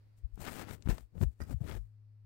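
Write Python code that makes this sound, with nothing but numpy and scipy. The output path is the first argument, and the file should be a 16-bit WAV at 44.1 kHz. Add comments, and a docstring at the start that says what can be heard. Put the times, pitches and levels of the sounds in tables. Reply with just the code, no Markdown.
"""From the start a low hum and faint room air, a sine and coloured noise, lie under a quiet room.
A fluffy duster is then swept several times over a small doll. Its fibres rustle on the left microphone
port as coloured random slips; the soft head bumps the housing as short low pulses; single fibres tick
as filtered clicks. The right microphone hears almost none of this. Late in the sweeping something small
and hard clacks in the room and bounces: impulses that set decaying modes ringing, and on the left a
filtered click for its low knock."""
import sys
import numpy as np
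from scipy import signal
from scipy.fft import rfft, irfft
from scipy.io import wavfile

SR = 44100
rng = np.random.default_rng(int(sys.argv[2]) if len(sys.argv) > 2 else 0)


def materialize(psi):
    """Save the field psi as 16-bit PCM at rate SR to the path in sys.argv[1].

    A 1-D psi becomes a single channel; in a 2-D psi each row is a channel.
    """
    bounded = np.clip(np.atleast_2d(psi).T, -1, 1)
    quanta = np.round(bounded * 32767).astype(np.int16)
    wavfile.write(sys.argv[1], SR, quanta)


N = 99225
TIME = np.arange(N) / SR  # t/s

# Hum, rms: [t/s, left level/dB, right level/dB]
HUM_LEVEL = [(0, -61, -61), (.8, -55, -74.5), (1.1, -68, -75.5), (1.6, -54, -60), (2.25, -55, -59)]
HUM_HZ = 105.2
# Spectral density of the room air: [f/Hz, relative level/dB per Hz]
AIR_SPECTRUM = [(60, 5), (200, -11.5), (350, -12.5), (700, -21.5), (2500, -28), (3300, -34), (4600, -29),
                (6500, -40), (10000, -41)]
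# Level of the room air, rms: [t/s, level/dB]
AIR_LEVEL = [(0, -65.5), (.3, -70.5), (1.0, -73)]

# Fibres on the port, before the trims: [t/s, body level/dB, middle level/dB, treble level/dB]
BRUSH_LEVEL = [(0.142, -95, -110, -110), (0.182, -81, -88, -65), (0.235, -91, -98, -95),
               (0.345, -81, -80, -81.5), (0.386, -63, -61, -72), (0.412, -52, -45.5, -47),
               (0.477, -71, -33.5, -51), (0.505, -63, -44, -50), (0.623, -59.5, -35.5, -47.5),
               (0.649, -64.5, -51, -83), (0.704, -53.5, -39, -53), (0.739, -57, -44, -48),
               (0.786, -64, -66, -77), (0.852, -66.5, -66.5, -71.5), (0.861, -46, -47, -70),
               (0.882, -60, -53.5, -59), (0.892, -49.5, -44.5, -47.5), (0.904, -41.5, -30.5, -46.5),
               (0.933, -49.5, -48, -56), (1.006, -69, -58, -63.5), (1.099, -100, -100, -92),
               (1.155, -54, -65.5, -82), (1.203, -55, -66, -58.5), (1.235, -32.5, -41.5, -46.5),
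               (1.258, -66, -74.5, -69.5), (1.386, -87, -82, -83.5), (1.41, -42.5, -57, -52.5),
               (1.451, -65.5, -63, -69), (1.527, -43, -47, -53), (1.549, -77, -68, -71),
               (1.594, -75, -74, -78), (1.61, -49.5, -63, -65.5), (1.66, -51.5, -51, -63),
               (1.689, -56, -40.5, -56.5), (1.77, -49, -48, -59.5), (1.802, -77, -74, -73.5)]
BODY_TRIM_DB, MIDDLE_TRIM_DB, TREBLE_TRIM_DB = 11.5, -3, -2.5
# Spectral densities of the three parts of the rustle: [f/Hz, relative level/dB per Hz]
BODY_SPECTRUM = [(25, 0.5), (70, 12.5), (200, 1.5), (400, -8.5), (650, -14), (2500, -49.5)]
MIDDLE_SPECTRUM = [(250, 6), (600, -2), (850, -1), (1030, -6), (1330, -3.5), (2100, -8), (3500, -14),
                   (9000, -24)]
TREBLE_SPECTRUM = [(1500, -2), (4000, -5), (6600, -3), (7300, 1.5), (8200, -0.5), (9100, 2.5), (9900, -12),
                   (11500, -2.5), (15000, -3.5)]
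# Mean rate of fibre slips: [body/(1/s), middle/(1/s), treble/(1/s)]
SLIP_RATE = (9000, 3000, 9000)
SLIP_SPREAD_DB, CLUMP_DB, CLUMP_RATE_HZ = 2.5, 2, 119
EDGE_FADE_S = 0.067  # time constant outside the first and last brush times

LEAK_ABOVE_HZ, RIGHT_LEAK_DB = 2000, -36.5
ROOM_T60_S, ROOM_DB = 0.16, -7.5

# Soft bumps on the housing: [t of the middle/s, envelope level/dB, f/Hz, envelope length/s]
BUMPS = [(0.252, -25.5, 55.8, 0.0067), (0.344, -34, 42.6, 0.0089), (0.863, -23.5, 69, 0.0024),
         (0.875, -17.5, 172, 0.0009), (0.8928, -15, 139, 0.0017), (0.914, -22, 44.2, 0.012),
         (1.038, -43, 53, 0.014), (1.213, -17, 128, 0.0019), (1.248, -20, 79, 0.0034),
         (1.27, -21.5, 61.8, 0.013), (1.429, -28.5, 69.7, 0.0057), (1.546, -20, 91, 0.0029),
         (1.564, -27.5, 71.6, 0.0097), (1.616, -22, 124.4, 0.0039), (1.798, -33, 49, 0.025)]

# Single fibres flicking the port, and at 1.403 s the low knock of the clack on the left:
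# [t/s, peak level/dB, centre f/Hz, top edge f/Hz]
TICKS_AND_KNOCK = [(.344, -55, 9500, 15000), (0.357, -49, 9500, 14900), (0.376, -37.5, 169, 1570),
                   (0.472, -33, 1700, 4740), (.487, -30, 1400, 2830), (.692, -36.5, 2500, 12000),
                   (.824, -38.5, 5160, 7700), (.874, -28, 232, 2470), (.887, -27, 283, 5000),
                   (0.982, -29.5, 520, 14000), (1.180, -42.5, 130, 3900), (1.214, -28, 180, 5960),
                   (1.236, -29, 570, 9200), (1.403, -32.5, 132, 890), (1.713, -34, 2200, 4500)]
TICK_DECAY_S, TICK_CRUMBLE = 0.0034, 0.065  # crumble is noise height relative to the click

# Clack and its bounces: [t/s, level/dB, extra treble level/dB]
CLACKS = [(1.403, -43.5, -11), (1.41, -49, -4), (1.416, -42.5, -1.5), (1.422, -45.5, -1.5)]
# Modes of the clacking object: [f/Hz, relative level/dB, t60/s]
CLACK_MODES = [(1355, 0, 0.012), (1554, -5, 0.015), (1846, -8, 0.042), (1920, -8.5, 0.024),
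               (2406, -20.5, 0.05), (4950, -8.5, 0.039), (5430, -14, 0.022), (5900, -8, 0.0091),
               (9150, -16, 0.02)]
CLACK_TREBLE_HZ, CONTACT_S, CLACK_LEFT_DB = 3000, 0.0013, -6.5

CUTOFF_HZ = 15750


def from_db(db):
    """A level in decibels is twenty times the logarithm of the amplitude ratio returned."""
    return 10 ** (np.asarray(db) / 20)


def rms_one(x):
    """Normalization divides a signal by its root mean square."""
    return x / np.sqrt(np.mean(x ** 2) + 1e-20)


def in_time(rows):
    """Linear interpolation carries each column of a curve to every sample."""
    times, *columns = np.transpose(rows)
    return [np.interp(TIME, times, column) for column in columns]


def coloured(x, spectrum):
    """Spectral weighting, interpolated over log frequency, colours a signal; rms 1."""
    hz, db = np.transpose(spectrum)
    grid = np.maximum(np.fft.rfftfreq(N, 1 / SR), 1)
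    weight = from_db(np.interp(np.log(grid), np.log(hz), db))
    return rms_one(irfft(rfft(x) * weight, N))


def background():
    """Superposition: a hum of fixed pitch, varying as the microphones move, over broadband room air."""
    hum = from_db(in_time(HUM_LEVEL)) * np.sqrt(2) * np.sin(2 * np.pi * HUM_HZ * TIME)
    air = coloured(rng.standard_normal((2, N)), AIR_SPECTRUM)
    return hum + from_db(in_time(AIR_LEVEL)) * air


def drift(rate_hz):
    """Two-pole low-pass filtering of white noise gives smooth chance with spread 1."""
    r = np.exp(-2 * np.pi * rate_hz / SR)
    noise = rng.standard_normal(2 * N)
    # the first half lets the filter settle
    return rms_one(signal.lfilter([1], [1, -2 * r, r * r], noise)[N:])


def rustle():
    """Stick-slip friction: thousands of fibre slips a second, clumped, sparsest in the middle part."""
    clumps = from_db(CLUMP_DB * drift(CLUMP_RATE_HZ))
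    trims = (BODY_TRIM_DB, MIDDLE_TRIM_DB, TREBLE_TRIM_DB)
    spectra = (BODY_SPECTRUM, MIDDLE_SPECTRUM, TREBLE_SPECTRUM)
    out = 0
    for level_db, trim_db, spectrum, rate in zip(in_time(BRUSH_LEVEL), trims, spectra, SLIP_RATE):
        spread_db = SLIP_SPREAD_DB * np.minimum(rng.exponential(1, N), 4)
        sizes = from_db(spread_db) * rng.choice([-1, 1], N)
        slips = sizes * (rng.random(N) < rate / SR)
        out = out + from_db(level_db + trim_db) * coloured(slips * clumps, spectrum)
    before_s = np.maximum(BRUSH_LEVEL[0][0] - TIME, 0)
    after_s = np.maximum(TIME - BRUSH_LEVEL[-1][0], 0)
    return out * np.exp(-(before_s + after_s) / EDGE_FADE_S)


def room(x):
    """Diffuse reverberation: convolution with exponentially decaying noise, independent on each side."""
    tail = rng.standard_normal((2, N)) * np.exp(-np.log(1000) * TIME / ROOM_T60_S)
    tail /= np.sqrt(np.sum(tail ** 2, axis=1, keepdims=True))  # unit energy
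    return x + from_db(ROOM_DB) * signal.fftconvolve(x, tail, axes=1)[:, :N]


def bumps():
    """Pressure pulses: each soft push is a low sine that swells and fades under a sech envelope."""
    out = np.zeros(N)
    for middle, db, hz, length in BUMPS:
        offset = TIME - middle
        envelope = from_db(db) / np.cosh(np.clip(offset / length, -20, 20))
        out += envelope * np.sin(2 * np.pi * hz * offset)
    return out


def burst(start, decay_s):
    """Impulsive excitation: a unit click, then exponentially decaying noise as its crumble."""
    age = TIME - start
    decay = (age >= 0) * np.exp(-np.abs(age) / decay_s)
    out = TICK_CRUMBLE * decay * rng.standard_normal(N) + 1e-18
    out[int(start * SR)] = 1
    return out


def ticks_and_knock():
    """Filtered impulses: stiffer fibres snap free, and the clack knocks low, each under a steep top edge."""
    out = np.zeros(N)
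    for start, db, centre_hz, top_hz in TICKS_AND_KNOCK:
        # the band reaches an octave either side of the centre
        low_hz, high_hz, top_hz = np.clip([centre_hz / 2, centre_hz * 2, top_hz], 20, .49 * SR)
        band = signal.butter(1, [low_hz, high_hz], "band", fs=SR, output="sos")
        edge = signal.butter(6, top_hz, "low", fs=SR, output="sos")
        click = signal.sosfilt(edge, signal.sosfilt(band, burst(start, TICK_DECAY_S)))
        out += from_db(db) * click / np.abs(click).max()
    return out


def ring(x, hz, t60):
    """Damped resonance: a unit click sets a decaying sine of initial height 1 ringing."""
    r = from_db(-60 / (t60 * SR))
    w = 2 * np.pi * hz / SR
    return signal.lfilter([0, np.sin(w)], [1, -2 * r * np.cos(w), r * r], x)


def clack():
    """Modal excitation: a small hard object knocks and bounces, its mode mix drawn for each microphone."""
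    out = np.zeros((2, N))
    for hz, mode_db, t60 in CLACK_MODES:
        for side in out:
            contacts = np.zeros(N)
            for start, db, treble_db in CLACKS:
                at = int((start + CONTACT_S * rng.random()) * SR)
                level_db = db + mode_db + treble_db * (hz > CLACK_TREBLE_HZ) + rng.normal()
                contacts[at] += from_db(level_db) * rng.choice([-1, 1])
            side += ring(contacts + 1e-18, hz, t60)
    return out * from_db([[CLACK_LEFT_DB], [0]])


def scene():
    """Contact and airborne paths: the left takes duster and knock direct, a faint treble leaks right."""
    left_port = rustle() + bumps() + ticks_and_knock()
    leak_filter = signal.butter(1, LEAK_ABOVE_HZ, "high", fs=SR, output="sos")
    airborne = signal.sosfilt(leak_filter, left_port)
    far = room(np.array([airborne, airborne]))[1]
    sides = np.array([left_port, from_db(RIGHT_LEAK_DB) * far])
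    return sides + room(clack()) + background()


def record(dry):
    """Band limitation: a steep elliptic low-pass removes the top."""
    return signal.sosfilt(signal.ellip(10, .1, 70, CUTOFF_HZ, fs=SR, output="sos"), dry)


dry = scene()
out = record(dry)
materialize(out)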